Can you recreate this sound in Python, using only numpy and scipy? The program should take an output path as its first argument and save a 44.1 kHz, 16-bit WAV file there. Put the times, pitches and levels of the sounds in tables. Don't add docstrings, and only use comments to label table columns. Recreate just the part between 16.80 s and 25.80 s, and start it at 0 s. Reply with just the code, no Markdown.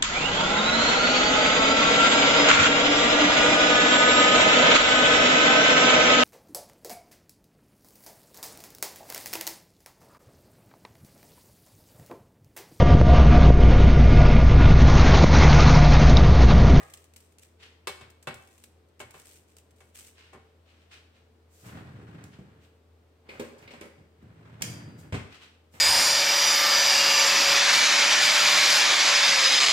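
import sys
import numpy as np
from scipy import signal
from scipy.fft import rfft, irfft
from scipy.io import wavfile

SR = 44100
rng = np.random.default_rng(int(sys.argv[2]) if len(sys.argv) > 2 else 0)


def materialize(psi):
    bounded = np.clip(np.atleast_2d(psi).T, -1, 1)
    quanta = np.round(bounded * 32767).astype(np.int16)
    wavfile.write(sys.argv[1], SR, quanta)


N = 396900
TIME = np.arange(N) / SR
HIT_TIME = TIME[:SR * 3 // 4]


def undb(db):
    return 10 ** (np.asarray(db) / 20)


def rms(x):
    return np.sqrt(np.mean(x ** 2))


def over_hz(hz, points):
    f, value = np.transpose(points)
    return np.interp(np.log(np.maximum(hz, 1)), np.log(f), value)


def response(eq, size=4096):
    gain = undb(over_hz(np.fft.rfftfreq(size, 1 / SR), eq))
    cepstrum = irfft(np.log(gain))
    cepstrum[1:size // 2] *= 2
    cepstrum[size // 2 + 1:] = 0
    h = irfft(np.exp(rfft(cepstrum)))
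    return h / np.linalg.norm(h)


def through(x, h):
    return signal.fftconvolve(x, np.atleast_2d(h), axes=1)[:, :x.shape[1]]


def add(out, s, x):
    i = max(int(s * SR), 0)
    out[:, i:i + x.shape[1]] += x[:, :N - i]


def noise(size, width):
    mid, side = rng.standard_normal((2, size))
    side = width * signal.sosfilt(signal.butter(1, 650, "high", fs=SR, output="sos"), side)
    return np.array([mid + side, mid - side])


def grit(size, per_s, spread_db, grain_s, width):
    snaps = rng.random(size) < per_s / SR
    strength = undb(spread_db * np.minimum(rng.exponential(size=size), 4))
    power = signal.lfilter([1], [1, -np.exp(-2 / (grain_s * SR))], (snaps * strength) ** 2)
    return noise(size, width) * np.sqrt(power / power.mean())


def burst(eq, decay_s, width, rise_s=0.00061):
    shape = (1 - np.exp(-HIT_TIME / rise_s)) * np.exp(-HIT_TIME / max(decay_s, rise_s))
    chatter = grit(len(HIT_TIME), per_s=4000, spread_db=0.41, grain_s=0.001, width=width)
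    x = through(chatter * shape, response(eq))
    return x / rms(x.mean(axis=0)) * rms(shape) / rms(shape[:SR // 50])


def ring(modes):
    hz, db, t60 = np.transpose(modes)[:, :, None]
    phase = 2 * np.pi * rng.random(hz.shape)
    phase = phase + rng.standard_normal((2, len(hz), 1)) * np.minimum(hz / 1400, 1.2)
    x = (undb(db - 60 * HIT_TIME / t60) * np.sin(2 * np.pi * hz * HIT_TIME + phase)).sum(axis=1)
    return x * (1 - np.exp(-HIT_TIME / .001)) / rms(x[:, :SR // 50])


def strokes(rows):
    return sum(undb(db) * np.exp(-np.where(TIME < s, ((TIME - s) / rise) ** 2, (TIME - s) / decay))
               for s, db, rise, decay in rows)


def gesture(start, length, swell_db_per_s, attack_s, release_s):
    t = TIME - start
    edges = np.exp(-(np.minimum(t, 0) / attack_s) ** 2 - np.maximum(t - length, 0) / release_s)
    return edges * undb(swell_db_per_s * np.clip(t, 0, length))


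def appliance(air_db=-67, waver_hz=14):
    air_eq = [(20, -28), (45, -28.5), (90, -10.5), (150, -17), (240, -15.5), (320, -14), (430, -14.5),
              (900, -25), (1600, -30), (3700, -35.5), (8000, -45), (15500, -41.5)]
    hum = [(81.9, -64.5, 0.18), (237.4, -82.5, 0.43), (445.4, -77.5, 0.64)]
    out = undb(air_db) * through(noise(N, 0.9), response(air_eq))
    for hz, db, waver in hum:
        drift = rng.standard_normal((400, 2)) @ [1, 1j]
        sway = 1 + waver * np.interp(TIME * waver_hz, np.arange(len(drift)), drift)
        out += np.sqrt(2) * undb(db) * np.real(sway * np.exp(2j * np.pi * hz * TIME))
    return out


def empty_tray(ring_db=-53, rattle_db=-53):
    modes = [(142, 2, 0.72), (583, -0.5, 0.56), (683, -4, .2), (807, 2, 0.53), (1180, -11, 0.28),
             (1220, 5, 0.48), (1650, 2.5, 0.49), (2190, -8, 0.32)]
    rattle_eq = [(300, -17), (560, -0.5), (950, -14.5), (1200, -2), (1400, -16), (1660, -17), (1820, -8),
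                 (1980, -9), (2400, -16.5), (5000, -30.5)]
    out = np.zeros((2, N))
    add(out, 0, undb(ring_db) * ring(modes))
    add(out, 0, undb(rattle_db) * burst(rattle_eq, decay_s=0.073, width=1))
    return out


def foil(rustle_db=-3, settle_db=-14.5, settle_s=0.016):
    creases = [(0.0302, -48, 0.0043), (0.0986, -47, 0.008), (0.1358, -36.5, 0.0071), (0.172, -43, 0.0037),
               (0.242, -48.5, 0.0032), (0.3363, -45, 0.0015), (0.3617, -40, 0.0059), (0.403, -46, 0.0025),
               (0.5212, -57, .003), (0.584, -42.5, .002), (0.593, -51, 0.0032), (0.6317, -46, 0.0035),
               (1.3007, -45.5, .005), (1.426, -44, .008), (1.5414, -40, .004), (1.6738, -49.5, .003),
               (1.728, -54.5, .003), (1.7786, -48.5, 0.0033), (1.838, -37, 0.0043), (2.085, -63, .004),
               (2.1942, -43, 0.0036), (2.307, -43.5, .004), (2.397, -41.5, 0.0069), (2.767, -44.5, .003),
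               (2.7838, -44.5, 0.0035), (2.907, -52.5, .004), (3.156, -39.5, 0.003), (3.187, -38.5, 0.0072)]
    slides = [(0.01, 0.21, -63.5, 5), (0.377, 0.15, -63, -70), (0.623, 0.011, -57.5, -20),
              (1.565, 0.28, -63.5, -10), (2.344, 0.065, -60, 50), (2.459, 0.11, -55, -16),
              (2.687, 0.037, -67, 0), (2.967, 0.13, -70, 0), (3.156, .12, -51.5, -11)]
    foil_eq = [(300, -4.5), (1000, -12.5), (2400, -2), (4500, -6.5), (7800, -2), (11000, -3.5), (15500, -5)]
    sliding = sum(undb(db) * gesture(s, length, swell, attack_s=0.0097, release_s=0.033)
                  for s, length, db, swell in slides)
    out, settling = np.zeros((2, N)), np.zeros((1, N))
    for s, db, decay in creases:
        snap = burst(foil_eq, decay, width=1)
        add(out, s, undb(db) * snap / np.abs(snap.mean(axis=0)).max())
        add(settling, s, undb(db + settle_db) * np.exp(-HIT_TIME / settle_s)[None])
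    crackle = through(grit(N, per_s=1400, spread_db=2.8, grain_s=.0008, width=1), response(foil_eq))
    return out + crackle * np.hypot(sliding, settling) * undb(rustle_db)


def slippers(scuff_db=-2):
    scuffs = [(.835, -52, 0.026, 0.028), (3.39, -60, 0.032, 0.12), (3.91, -65, 0.05, 0.035),
              (4.03, -69.5, 0.053, 0.049), (4.135, -51.5, 0.019, 0.026), (4.37, -67, 0.031, 0.038),
              (5.54, -61, 0.02, 0.017), (5.85, -66.5, 0.04, 0.014), (6.915, -50.5, 0.0079, 0.018),
              (8.54, -51, 0.027, 0.029), (8.635, -54, 0.024, 0.026)]
    sole_eq = [(200, -18.5), (900, -9), (1800, -4.5), (2800, -2), (3700, -6.5), (5200, -12.5), (8000, -20),
               (11000, -24.5), (15500, -27)]
    friction = grit(N, per_s=3000, spread_db=4, grain_s=0.0031, width=1)
    return through(friction, response(sole_eq)) * strokes(scuffs) * undb(scuff_db)


def rack(chatter_db=-13.5, ring_db=-12.5, crunch_db=-1):
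    # t/s, level/dB, foil crunch/dB, chatter decay/s, cutoff/Hz, thud/dB
    knocks = [(1.071, -24, -40, 0.021, 5800, -60), (1.21, -41.5, -61.5, 0.049, 3500, -57),
              (1.471, -24, -49, 0.028, 2800, -45.5), (2.201, -32, -49.5, 0.027, 2600, -55.5),
              (2.341, -41, -66, 0.044, 2470, -62), (3.004, -48.5, -65.5, 0.027, 2600, -74),
              (3.53, -39.5, -65.5, 0.024, 1530, -66.5), (3.544, -40.5, -74, 0.039, 1410, -57.5)]
    modes = [(371.2, 3.5, 0.27), (396, -1.5, 0.19), (511, -3, 0.26), (718, -8, .2), (1608, -1.5, 0.16),
             (587, -2.5, 0.29), (780, 1, 0.24), (885, -2.5, 0.19), (1056, 4, 0.12), (1180, 5, 0.083),
             (1460, -11.5, 0.42), (1650, -19.5, 0.087), (1780, -9, 0.27), (1894, -6.5, 0.35),
             (2220, 3, 0.22), (2290, -4.5, 0.17), (2630, 7.5, 0.09), (3070, -1, 0.28), (3460, -4, .12),
             (4060, -3.5, 0.2)]
    chatter_eq = [(60, -45), (130, 1), (290, -14.5), (380, 1), (1500, -1), (3000, -2), (5000, -5.5),
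                  (9000, -37)]
    crunch_eq = [(500, -30), (2000, -2), (4500, -7.5), (8000, -4), (11000, -7), (15500, -12.5)]
    thud_eq = [(40, -17), (85, -7.5), (115, 2.5), (190, -10), (250, 0), (310, -18), (600, -14), (1500, -46)]
    out = np.zeros((2, N))
    for s, db, foil_db, decay, cutoff_hz, thud_db in knocks:
        clang = undb(chatter_db) * burst(chatter_eq, decay, width=0.87) + undb(ring_db) * ring(modes)
        soften = signal.butter(2, cutoff_hz, fs=SR, output="sos")
        add(out, s, undb(db) * signal.sosfilt(soften, clang))
        add(out, s, undb(foil_db + crunch_db) * burst(crunch_eq, decay_s=0.016, width=1))
        add(out, s, undb(thud_db) * burst(thud_eq, decay_s=0.04, width=0.45))
    return out


def drawer_slide(rumble_db=-3, rattle_db=-2):
    brushes = [(4.76, -64.5, 0.047, 0.15), (4.815, -67, 0.019, 0.037), (4.87, -58, 0.017, 0.034),
               (5.85, -73, 0.035, 0.02), (6.83, -67, 0.019, .02), (8.2, -59.5, 0.02, 0.028),
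               (8.95, -61, 0.024, 0.078)]
    pushes = [(4.874, 0.015, -45.5, -50.5, 0), (4.944, 0.057, -40.5, -53, -6), (5.06, 0.18, -45, -60, -7),
              (5.3, 0.15, -44.5, -56.5, -6), (5.525, 0.35, -55, -66, -17), (6.486, 0.14, -64, -61, 42),
              (6.796, .2, -61.5, -62.5, 21), (7.416, .34, -58, -70, 31), (7.828, 0.18, -42.5, -54, -4),
              (7.978, 0.28, -43.5, -59.5, -13.5)]
    skin_eq = [(1000, -7), (4500, -5), (7200, -1), (9000, -3.5), (11000, -3), (13500, -0.5), (15500, -3.5)]
    rumble_eq = [(30, -50), (70, -11.5), (110, 6.5), (175, 0), (210, -4.5), (265, -4), (380, -15),
                 (650, -21.5), (1500, -47.5)]
    runner_eq = [(150, -3), (500, 3), (1050, 2), (1350, 0.5), (1650, 1.5), (1950, -1.5), (2300, -3.5),
                 (3200, -8.5), (5500, -20), (8000, -25), (11000, -32), (15500, -33)]
    moves = [undb([[low_db], [high_db]]) * gesture(s, length, swell, attack_s=.035, release_s=0.055)
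             for s, length, low_db, high_db, swell in pushes]
    rumble_gain, rattle_gain = np.max(moves, axis=0)
    rumble = through(grit(N, per_s=250, spread_db=1.64, grain_s=0.0063, width=0.23), response(rumble_eq))
    rattle = through(grit(N, per_s=300, spread_db=2.3, grain_s=0.012, width=0.98), response(runner_eq))
    hand = through(noise(N, 1), response(skin_eq)) * strokes(brushes)
    return rumble * rumble_gain * undb(rumble_db) + rattle * rattle_gain * undb(rattle_db) + hand


def drawer_knocks(bump_db=-10, ring_db=1, bump_clatter_db=-3, thump_db=-7):
    thumps = [(5.586, -39.5, -72, 0.03), (7.179, -47.5, -68, 0.045), (7.425, -45.5, -79, 0.022),
              (7.808, -35, -51, 0.06), (8.3235, -24, -42, 0.024), (8.341, -27.5, -40, 0.027),
              (8.938, -50.5, -58.5, 0.22)]
    bumps = [(6.489, -43.5, -53, 0.14, -48), (6.595, -28.5, -42.5, 0.028, -60),
             (6.825, -57.5, -73, 0.015, -59.5), (6.8755, -50.5, -60, 0.014, -52),
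             (6.907, -46, -60, 0.017, -60), (6.935, -43.5, -50, 0.025, -70),
             (7.011, -40.5, -47.5, 0.032, -59), (7.054, -44.5, -67, 0.0074, -74)]
    box_modes = [(235, 7, 0.17), (251, 9.5, 0.12), (326, -5, 0.14), (422, 5, 0.11), (429, 6, 0.091),
                 (491, -4, 0.28), (541, 2, 0.2)]
    box_eq = [(100, -30), (240, -7.5), (430, -5.5), (580, -4), (750, -43), (1500, -48), (4000, -35)]
    tick_eq = [(500, -31), (1700, -4), (2150, 12), (2550, 11), (3000, 2.5), (3650, -4), (4200, -2),
               (4900, -4.5), (6000, -18), (8500, -31), (15500, -20)]
    clatter_eq = [(300, -1), (900, 9), (1400, 4.5), (2300, 7), (4000, -5.5), (6000, -10), (8000, -13),
                  (11000, -20), (15500, -34)]
    cabinet_eq = [(30, -28), (70, -7), (110, 1.5), (160, -4), (260, -3), (340, -9.5), (520, -14),
                  (750, -24.5), (1500, -47.5)]
    out = np.zeros((2, N))
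    for s, db, clatter_db, decay, tick_db in bumps:
        add(out, s, undb(tick_db) * burst(tick_eq, decay_s=0.019, width=0.53))
        box = burst(box_eq, decay, width=0.52) + undb(ring_db) * ring(box_modes)
        add(out, s, undb(db + bump_db) * box)
        add(out, s, undb(clatter_db + bump_clatter_db) * burst(clatter_eq, decay, width=0.56))
    for s, db, clatter_db, decay in thumps:
        add(out, s, undb(db + thump_db) * burst(cabinet_eq, decay, width=0.39))
        add(out, s, undb(clatter_db) * burst(clatter_eq, decay, width=0.62))
    return out


def utensils(ring_db=-21):
    clicks = [(5.439, -57, .0035), (6.597, -51, 0.0053), (6.782, -63, 0.018), (7.01, -55, 0.0057),
              (7.82, -30.5, 0.0041)]
    tick_eq = [(500, -31), (1600, -0.5), (2400, 3.5), (3700, -1.5), (5500, 2), (7500, -1), (10000, -2.5),
               (11800, -1), (13500, -6), (15500, -6)]
    modes = [(2137, -10, .45), (2288, 0, .3), (3311, -6, .33), (3960, -4, .2), (4538, -9, .44),
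             (4764, -4, .9), (5443, -9, .43), (6250, -5, .33), (6634, 1, .28), (8430, -5, .12),
             (8640, -7, .2), (11340, -11, .2), (11850, -12, .2)]
    out = np.zeros((2, N))
    for s, db, decay in clicks:
        add(out, s, undb(db) * (burst(tick_eq, decay, width=0.38) + undb(ring_db) * ring(modes)))
    return out


def kitchen(send, build_s=0.0056):
    reverb_times = [(100, 0.43), (700, 0.63), (4000, 0.54), (14000, 0.4)]
    hz, s, cells = signal.stft(noise(len(HIT_TIME), 1), SR, nperseg=256)
    cells *= undb(-60 * s / over_hz(hz, reverb_times)[:, None])
    tail = signal.istft(cells, SR)[1][:, :len(HIT_TIME)]
    tail *= 1 - np.exp(-(HIT_TIME / build_s) ** 2)
    return through(send, tail / np.linalg.norm(tail[0]))


def to_the_right(x, pan_db, lag_s=.00025):
    return np.array([np.interp(TIME - lag_s, TIME, x[0]) * undb(-pan_db / 2), x[1] * undb(pan_db / 2)])


def scene():
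    crinkle = foil()
    tray = empty_tray() + rack()
    drawer = drawer_slide() + drawer_knocks()
    steel, feet = utensils(), slippers()
    send = undb(-10) * crinkle + undb(-9) * tray + undb(-4) * (drawer + steel) + undb(-2) * feet
    aside = to_the_right(drawer, pan_db=1) + to_the_right(steel, pan_db=4)
    return crinkle + tray + feet + aside + kitchen(send) + appliance()


def record(dry, left_db=1.1, top_hz=16000):
    mic_eq = [(20, 1.5), (7000, 0.5), (8600, 4), (9600, -4), (12500, -3.5), (15000, -4), (16000, -10)]
    coloured = irfft(rfft(dry) * undb(over_hz(np.fft.rfftfreq(N, 1 / SR), mic_eq)), N)
    balance = undb([[left_db / 2], [-left_db / 2]])
    return signal.sosfilt(signal.ellip(10, .2, 70, top_hz, fs=SR, output="sos"), coloured * balance)


dry = scene()
out = record(dry)
materialize(out)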